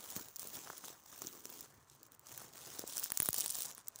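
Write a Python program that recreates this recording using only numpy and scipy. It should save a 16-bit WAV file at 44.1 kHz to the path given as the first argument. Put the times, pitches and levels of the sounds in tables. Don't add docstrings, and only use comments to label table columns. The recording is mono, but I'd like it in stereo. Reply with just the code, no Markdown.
import sys
import numpy as np
from scipy import signal
from scipy.fft import rfft, irfft
from scipy.io import wavfile
from scipy.ndimage import uniform_filter1d

SR = 44100
rng = np.random.default_rng(int(sys.argv[2]) if len(sys.argv) > 2 else 0)


def store_wav(level_fs):
    pcm = np.round(np.clip(np.atleast_2d(level_fs), -1, 1) * 32767)
    wavfile.write(sys.argv[1], SR, pcm.T.astype(np.int16))


N = 176400

# time in seconds, hiss level in dB, low rub level in dB.
SCRAPE_LEVELS = [(0.0, -52, -56.5), (0.18, -46.5, -51), (0.34, -64.5, -69), (0.38, -61, -66),
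                 (0.4, -48.5, -59.5), (0.5, -52.5, -59.5), (0.52, -55, -57), (0.54, -44.5, -53.5),
                 (0.58, -50.5, -54.5), (0.7, -52.5, -53), (0.78, -54, -61), (0.825, -57.5, -59.5),
                 (0.84, -48, -53.5), (0.9, -49, -59), (0.93, -57.5, -57.5), (1.02, -66.5, -66.5),
                 (1.07, -59, -62.5), (1.14, -54, -56), (1.21, -54, -59), (1.24, -50.5, -57),
                 (1.28, -53, -60.5), (1.38, -55.5, -59), (1.41, -59, -63.5), (1.55, -51.5, -58),
                 (1.65, -55.5, -59.5), (1.67, -62, -64), (1.86, -72.5, -66), (1.93, -63, -71),
                 (2.02, -71, -68), (2.07, -60, -71), (2.09, -81, -66), (2.14, -62, -66),
                 (2.18, -80.5, -68.5), (2.29, -52.5, -57), (2.42, -51, -53), (2.52, -64, -62.5),
                 (2.55, -53, -56), (2.82, -48, -53.5), (2.85, -60, -62), (2.875, -47.5, -55),
                 (2.92, -46.5, -58), (2.97, -44.5, -53), (3.06, -43.5, -55.5), (3.09, -55, -64),
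                 (3.13, -60, -64), (3.145, -44.5, -52), (3.175, -52.5, -63), (3.215, -48.5, -65),
                 (3.26, -41.5, -54), (3.29, -49, -62), (3.32, -53.5, -68), (3.365, -38, -49.5),
                 (3.405, -39, -54), (3.44, -40.5, -53), (3.48, -47, -59), (3.5, -42, -58),
                 (3.53, -44.5, -55), (3.62, -41, -55.5), (3.71, -48, -53), (3.745, -64.5, -62.5),
                 (3.79, -54, -58), (3.84, -73, -70), (3.88, -61, -60), (3.91, -68.5, -68),
                 (3.99, -57.5, -62)]
# time in seconds, level against the hiss in dB.
RING_LEVELS = [(0, -0.5), (0.53, 2.5), (0.66, -4), (1.35, 0.5), (1.9, -5.5), (2.92, -2.5), (3.04, -1),
               (3.14, 0), (3.24, 0), (3.4, -4), (3.49, -5), (3.57, 2), (3.8, -10)]
# time in seconds, then crack level, brightness, thud level, ring level in dB.
TICK_EVENTS = [(0.103, -41.5, -1, -54, -39), (0.164, -36.5, 4, -36, -32), (0.2855, -47.5, 1, -63, -47),
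               (0.3604, -38.5, 2, -55, -38), (0.3656, -41, -1, -72, -40), (0.3953, -36.5, 0, -55, -36),
               (0.43, -43, 3, -43, -39), (0.4732, -39, 6, -48.5, -42), (0.5697, -41.5, -3, -55, -46),
               (0.7803, -42, 8, -56, -42), (1.2195, -35.5, -5, -45, -39), (1.2218, -43, -5, -45, -46),
               (1.2709, -33, -7.5, -56, -42), (1.455, -37, 0, -43, -43), (1.501, -53, -3, -56, -39),
               (1.6081, -42, -3, -69, -38), (1.899, -50.5, -2, -70, -66), (2.031, -49.5, -2, -70, -46),
               (2.12, -53, -3, -66, -50), (2.1487, -54, 2, -70, -56), (2.1947, -52.5, 0, -68, -49),
               (2.2691, -46, -6, -72, -52), (2.377, -42, 11, -46.5, -37), (2.7932, -33.5, -6.5, -43.5, -35),
               (2.8767, -36, 2.5, -54, -42), (2.97, -30.5, 4, -38.5, -36), (2.9806, -29, 3, -39, -36),
               (2.9967, -35, 5, -56, -31), (3.036, -37, 4, -58, -33), (3.0416, -32.5, 2, -60, -28),
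               (3.1033, -34, -1, -39.5, -44), (3.12, -28, 15, -31.5, -27), (3.1741, -24, 5, -36.5, -28),
               (3.2021, -20, 13.5, -26.5, -29), (3.222, -30, 19, -35.5, -31), (3.229, -44, -1, -60, -22),
               (3.2587, -28.5, 7.5, -37.5, -35), (3.2882, -23, 21, -25, -24.5), (3.306, -40, 8, -57, -33),
               (3.3304, -29, 11, -42, -32), (3.3432, -27.5, 6, -34.5, -30), (3.3637, -33, 7, -49, -36),
               (3.3808, -33.5, 3, -58, -29), (3.386, -37, 1, -37.5, -29), (3.4015, -29.5, 1, -47, -35),
               (3.4072, -25, 7, -57, -30), (3.4609, -28, -6, -35.5, -32), (3.48, -32, 6, -59, -42),
               (3.5032, -28.5, 8, -48, -40), (3.5078, -30, 8, -57, -43), (3.5483, -34, 4, -59, -46),
               (3.5537, -32, -2, -42.5, -38), (3.5865, -38, 0, -42, -35), (3.608, -41, -2, -47, -33),
               (3.6211, -31, 1, -47, -34), (3.659, -38, 9, -49, -43), (3.7495, -48.5, 0, -70, -43),
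               (3.7803, -42, 4, -44.5, -68), (3.873, -45.5, 2, -66, -58), (3.8832, -36.5, -0.5, -59, -31),
               (3.9594, -40.5, -4, -58, -44), (3.989, -45.5, 4, -54, -48)]
# start in seconds, level in dB, pitch in Hz.
KNOCK_EVENTS = [(0.164, -31.5, 173), (0.1754, -40, 300), (0.4516, -41.5, 400), (0.6737, -38.5, 1160),
                (.7016, -31, 1110), (0.7328, -44.5, 1080), (0.8407, -40, 1260), (0.8818, -40, 730),
                (0.9017, -42, 400), (1.2204, -38, 720), (1.248, -41, 276), (1.2715, -42, 298),
                (1.454, -41, 388), (2.418, -40.5, 686), (2.7932, -35.5, 313), (2.839, -32, 404),
                (3.028, -39.5, 1650), (3.0584, -40.5, 1790), (3.202, -38.5, 135), (3.288, -28, 125)]
# time in seconds, level in dB.
HOLLOW_LEVELS = [(0, -77), (.2, -70), (.33, -80), (.58, -62), (1.02, -82), (1.27, -59), (1.42, -63),
                 (1.57, -56.5), (1.75, -72.5), (2.3, -72.5), (2.45, -66), (4, -84)]
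# time in seconds, hiss level in dB, low rub level in dB.
RUSTLE_LEVELS = [(0.0, -61, -60.5), (0.19, -61, -56), (0.29, -67.5, -66.5), (0.74, -60.5, -60),
                 (1.04, -73.5, -69), (1.51, -75, -73), (1.56, -63, -72), (1.85, -77, -71),
                 (1.92, -63.5, -75), (2.1, -78.5, -72.5), (2.99, -51.5, -67), (3.1, -60, -61),
                 (3.36, -55.5, -70), (3.63, -56.5, -64), (3.73, -70, -72), (3.99, -69.5, -66.5)]
# time in seconds, level in dB.
WIND_LEVELS = [(0.0, -87), (0.27, -77), (0.45, -98), (0.58, -75), (0.7, -99), (1.15, -84), (1.24, -77),
               (1.35, -88), (1.78, -73), (2.24, -85), (2.33, -70.5), (2.81, -80.5), (3.24, -91),
               (3.99, -79.5)]

# frequency in Hz, relative strength in dB.
SOFT_HISS_TONE = [(1200, -23.5), (2200, -9), (3200, -2.5), (4800, -3), (6200, 4), (7600, 1.5), (8700, -1.5),
                  (9600, -2), (11000, -4.5), (12500, -11), (14000, -0.5), (16000, -31)]
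HARD_HISS_TONE = [(1200, -19.5), (2200, -13.5), (3200, -4.5), (4800, -4), (6200, 1), (7600, 0.5),
                  (8700, -2.5), (9600, -0.5), (11000, -5), (12500, -8), (14000, -8), (16000, -43)]
RUB_TONE = [(30, -29), (70, -9.5), (130, -0.5), (300, -1), (600, 1), (1200, -1), (1700, -3.5),
            (2400, -12.5), (4000, -29)]
RING_TONE = [(12500, -43), (14100, 1), (14700, 8), (15100, 5), (15450, 11), (15800, -6), (16400, -44),
             (17000, -46)]
CRACK_TONE = [(1500, -29), (2800, -14), (4500, -2), (7000, 6.5), (8600, 3), (9500, 3), (11300, -2),
              (13000, -9), (16000, -32)]
THUD_TONE = [(25, -28), (60, -6), (200, 0.5), (600, 1.5), (1500, -0.5), (3000, -7.5), (4200, -6.5),
             (5500, -18.5)]
KNOCK_TONE = [(25, -30), (70, 0.5), (1650, -6), (2300, -19), (6000, -26)]
HOLLOW_TONE = [(100, -24), (200, -7), (300, 0), (430, -2), (560, -15.5), (1000, -41)]
FAR_HISS_TONE = [(1500, -3), (2500, -3), (6500, 2.5), (8000, 3), (9800, -11.5), (13000, -25), (15000, -21),
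                 (16500, -38)]
FAR_RUB_TONE = [(100, -12), (250, 7), (500, -2.5), (750, 6), (1600, 5), (2300, -1.5), (4000, -22)]
AIR_TONE = [(30, -12), (80, 10), (150, 5), (650, -6.5), (1050, 9.5), (1600, -1.5), (2500, -11), (6000, -20),
            (11000, -62)]
WIND_TONE = [(20, -34), (45, -6), (80, -2), (135, 7.5), (180, -9.5), (500, -34)]

SLIPS_PER_SECOND, SLIP_FADE_S, SLIP_SPREAD_DB = 1500, 0.00036, 5.5


def scraping():
    grit_from_db, grit_per_db, hard_from_db = -47, 0.15, -49
    level = curve(SCRAPE_LEVELS)
    grain = slips(SLIP_SPREAD_DB + grit_per_db * np.maximum(level - grit_from_db, 0))
    hard = np.clip((level - hard_from_db) / 0.5, 0, 1)
    friction = grain * patchy_noise()
    hiss = (1 - hard) * colour(friction, SOFT_HISS_TONE) + hard * colour(friction, HARD_HISS_TONE)
    smoother_grain = grain ** 0.41
    rub = colour(smoother_grain * patchy_noise() * flutter(db=2, hz=67), RUB_TONE)
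    ring = colour(grain * patchy_noise() * flutter(db=2.5, hz=120), RING_TONE)
    return (hiss * gain(level + 2)
            + rub * gain(curve(SCRAPE_LEVELS, column=2) - 0.5)
            + ring * gain(level + curve(RING_LEVELS)))


def slips(spread_db):
    smooth_share = 0.2
    sizes = gain(spread_db * np.minimum(rng.exponential(1, N), 3.38))
    slipping = rng.random(N) < SLIPS_PER_SECOND / SR
    t = np.arange(-200, 201) / SR
    one_slip = np.exp(-2 * abs(t) / SLIP_FADE_S)
    power = abs(signal.oaconvolve((sizes * slipping) ** 2, one_slip, "same"))
    power /= abs(uniform_filter1d(power, size=2600)) + 1e-9
    return np.sqrt(smooth_share + (1 - smooth_share) * power)


def patchy_noise():
    patch_db = 2.4
    grid = signal.stft(noise(), nperseg=512)[2]
    patches = uniform_filter1d(rng.standard_normal(grid.shape), size=4, axis=0)
    patches = uniform_filter1d(patches, size=4, axis=1)
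    grid = grid * gain(patch_db * normalise(patches))
    return normalise(signal.istft(grid, nperseg=512)[1][:N])


def ticks():
    rise_s, fall_s, tail_s, tail_db = 0.00025, 0.00019, 0.0015, -11
    out, t = np.zeros(N), np.arange(-1024, 1024) / SR
    burst = np.exp(-np.where(t < 0, -t / rise_s, t / fall_s))
    tail = gain(tail_db) * np.exp(-abs(t) / tail_s) * (t > 0)
    for time_s, crack_db, bright_db, thud_db, ring_db in TICK_EVENTS:
        bursts = rng.standard_normal((3, len(t))) * (burst + tail)
        crack = gain(crack_db + 1) * colour(bursts[0], CRACK_TONE, bright_db)
        thud = gain(thud_db - 3.5) * colour(bursts[1], THUD_TONE)
        ring = gain(ring_db + 0.5) * colour(bursts[2], RING_TONE)
        place(out, time_s, crack + thud + ring)
    return out


def knocks():
    rise_cycles, fall_cycles = 0.13, 0.41
    out, t = np.zeros(N), np.arange(-2048, 2048) / SR
    for start_s, db, hz in KNOCK_EVENTS:
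        cycles = hz * np.maximum(t, 0)
        loudness = (1 - np.exp(-cycles / rise_cycles)) * np.exp(-cycles / fall_cycles)
        push = np.cos(2 * np.pi * cycles) * loudness
        place(out, start_s, gain(db - 3.5) * colour(push, KNOCK_TONE))
    return out


def hollow_rub():
    return colour(noise() * flutter(db=4.6, hz=44.3), HOLLOW_TONE) * gain(curve(HOLLOW_LEVELS))


def far_rustle():
    grain = slips(SLIP_SPREAD_DB)
    hiss = colour(grain * noise(), FAR_HISS_TONE) * gain(curve(RUSTLE_LEVELS) - 2.5)
    rub = colour(grain ** 0.26 * noise(), FAR_RUB_TONE) * gain(curve(RUSTLE_LEVELS, column=2) - 6)
    return hiss + rub


def outdoors():
    air_db, wind_boost_db = (-77, -69), (3, 7.5)
    air = [colour(noise(), AIR_TONE) * gain(db) for db in air_db]
    wind = [colour(noise() * flutter(db=2.7, hz=29), WIND_TONE) * gain(curve(WIND_LEVELS) + db)
            for db in wind_boost_db]
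    return np.array(air) + np.array(wind)


def gain(db):
    return 10 ** (np.asarray(db) / 20)


def normalise(x):
    return x / np.sqrt(np.mean(x ** 2) + 1e-20)


def curve(table, column=1):
    rows = np.array(table, float)
    return np.interp(np.arange(N) / SR, rows[:, 0], rows[:, column])


def noise():
    return rng.standard_normal(N)


def flutter(db, hz):
    keep_slow = np.exp(-(np.fft.rfftfreq(N, 1 / SR) / hz) ** 2)
    wobble = irfft(rfft(noise()) * keep_slow, N)
    return gain(db * normalise(wobble))


def colour(x, tone, tilt_db=0):
    hz = np.fft.rfftfreq(len(x), 1 / SR)
    tone_hz, tone_db = np.transpose(tone)
    shape_db = np.interp(np.log(hz + 1), np.log(tone_hz), tone_db)
    strength = gain(shape_db + tilt_db * np.clip((hz - 8500) / 2000, -.5, .5))
    cepstrum = irfft(np.log(strength), len(x))
    phase = rfft(2 * cepstrum[:len(x) // 2], len(x)).imag
    return normalise(irfft(rfft(x) * strength * np.exp(1j * phase), len(x)))


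def place(mix, time_s, sound):
    span_s = 0.003
    start = round(time_s * SR) - len(sound) // 2
    part = mix[max(start, 0):start + len(sound)]
    part += sound[max(-start, 0):][:len(part)] * np.sqrt(span_s * SR / len(sound))


def scene():
    leak_db, leak_cutoff_hz = -28, 6400
    contact = scraping() + hollow_rub() + ticks() + knocks()
    muffled = signal.lfilter(*signal.butter(2, leak_cutoff_hz, fs=SR), contact)
    left = far_rustle() + gain(leak_db) * muffled
    return np.array([left, contact]) + outdoors()


def record(dry):
    cutoff_hz = 16800
    treble_cut = signal.firwin(511, cutoff_hz, window=("kaiser", 9), fs=SR)
    return signal.oaconvolve(dry, treble_cut[None], "same")


dry = scene()
out = record(dry)
store_wav(out)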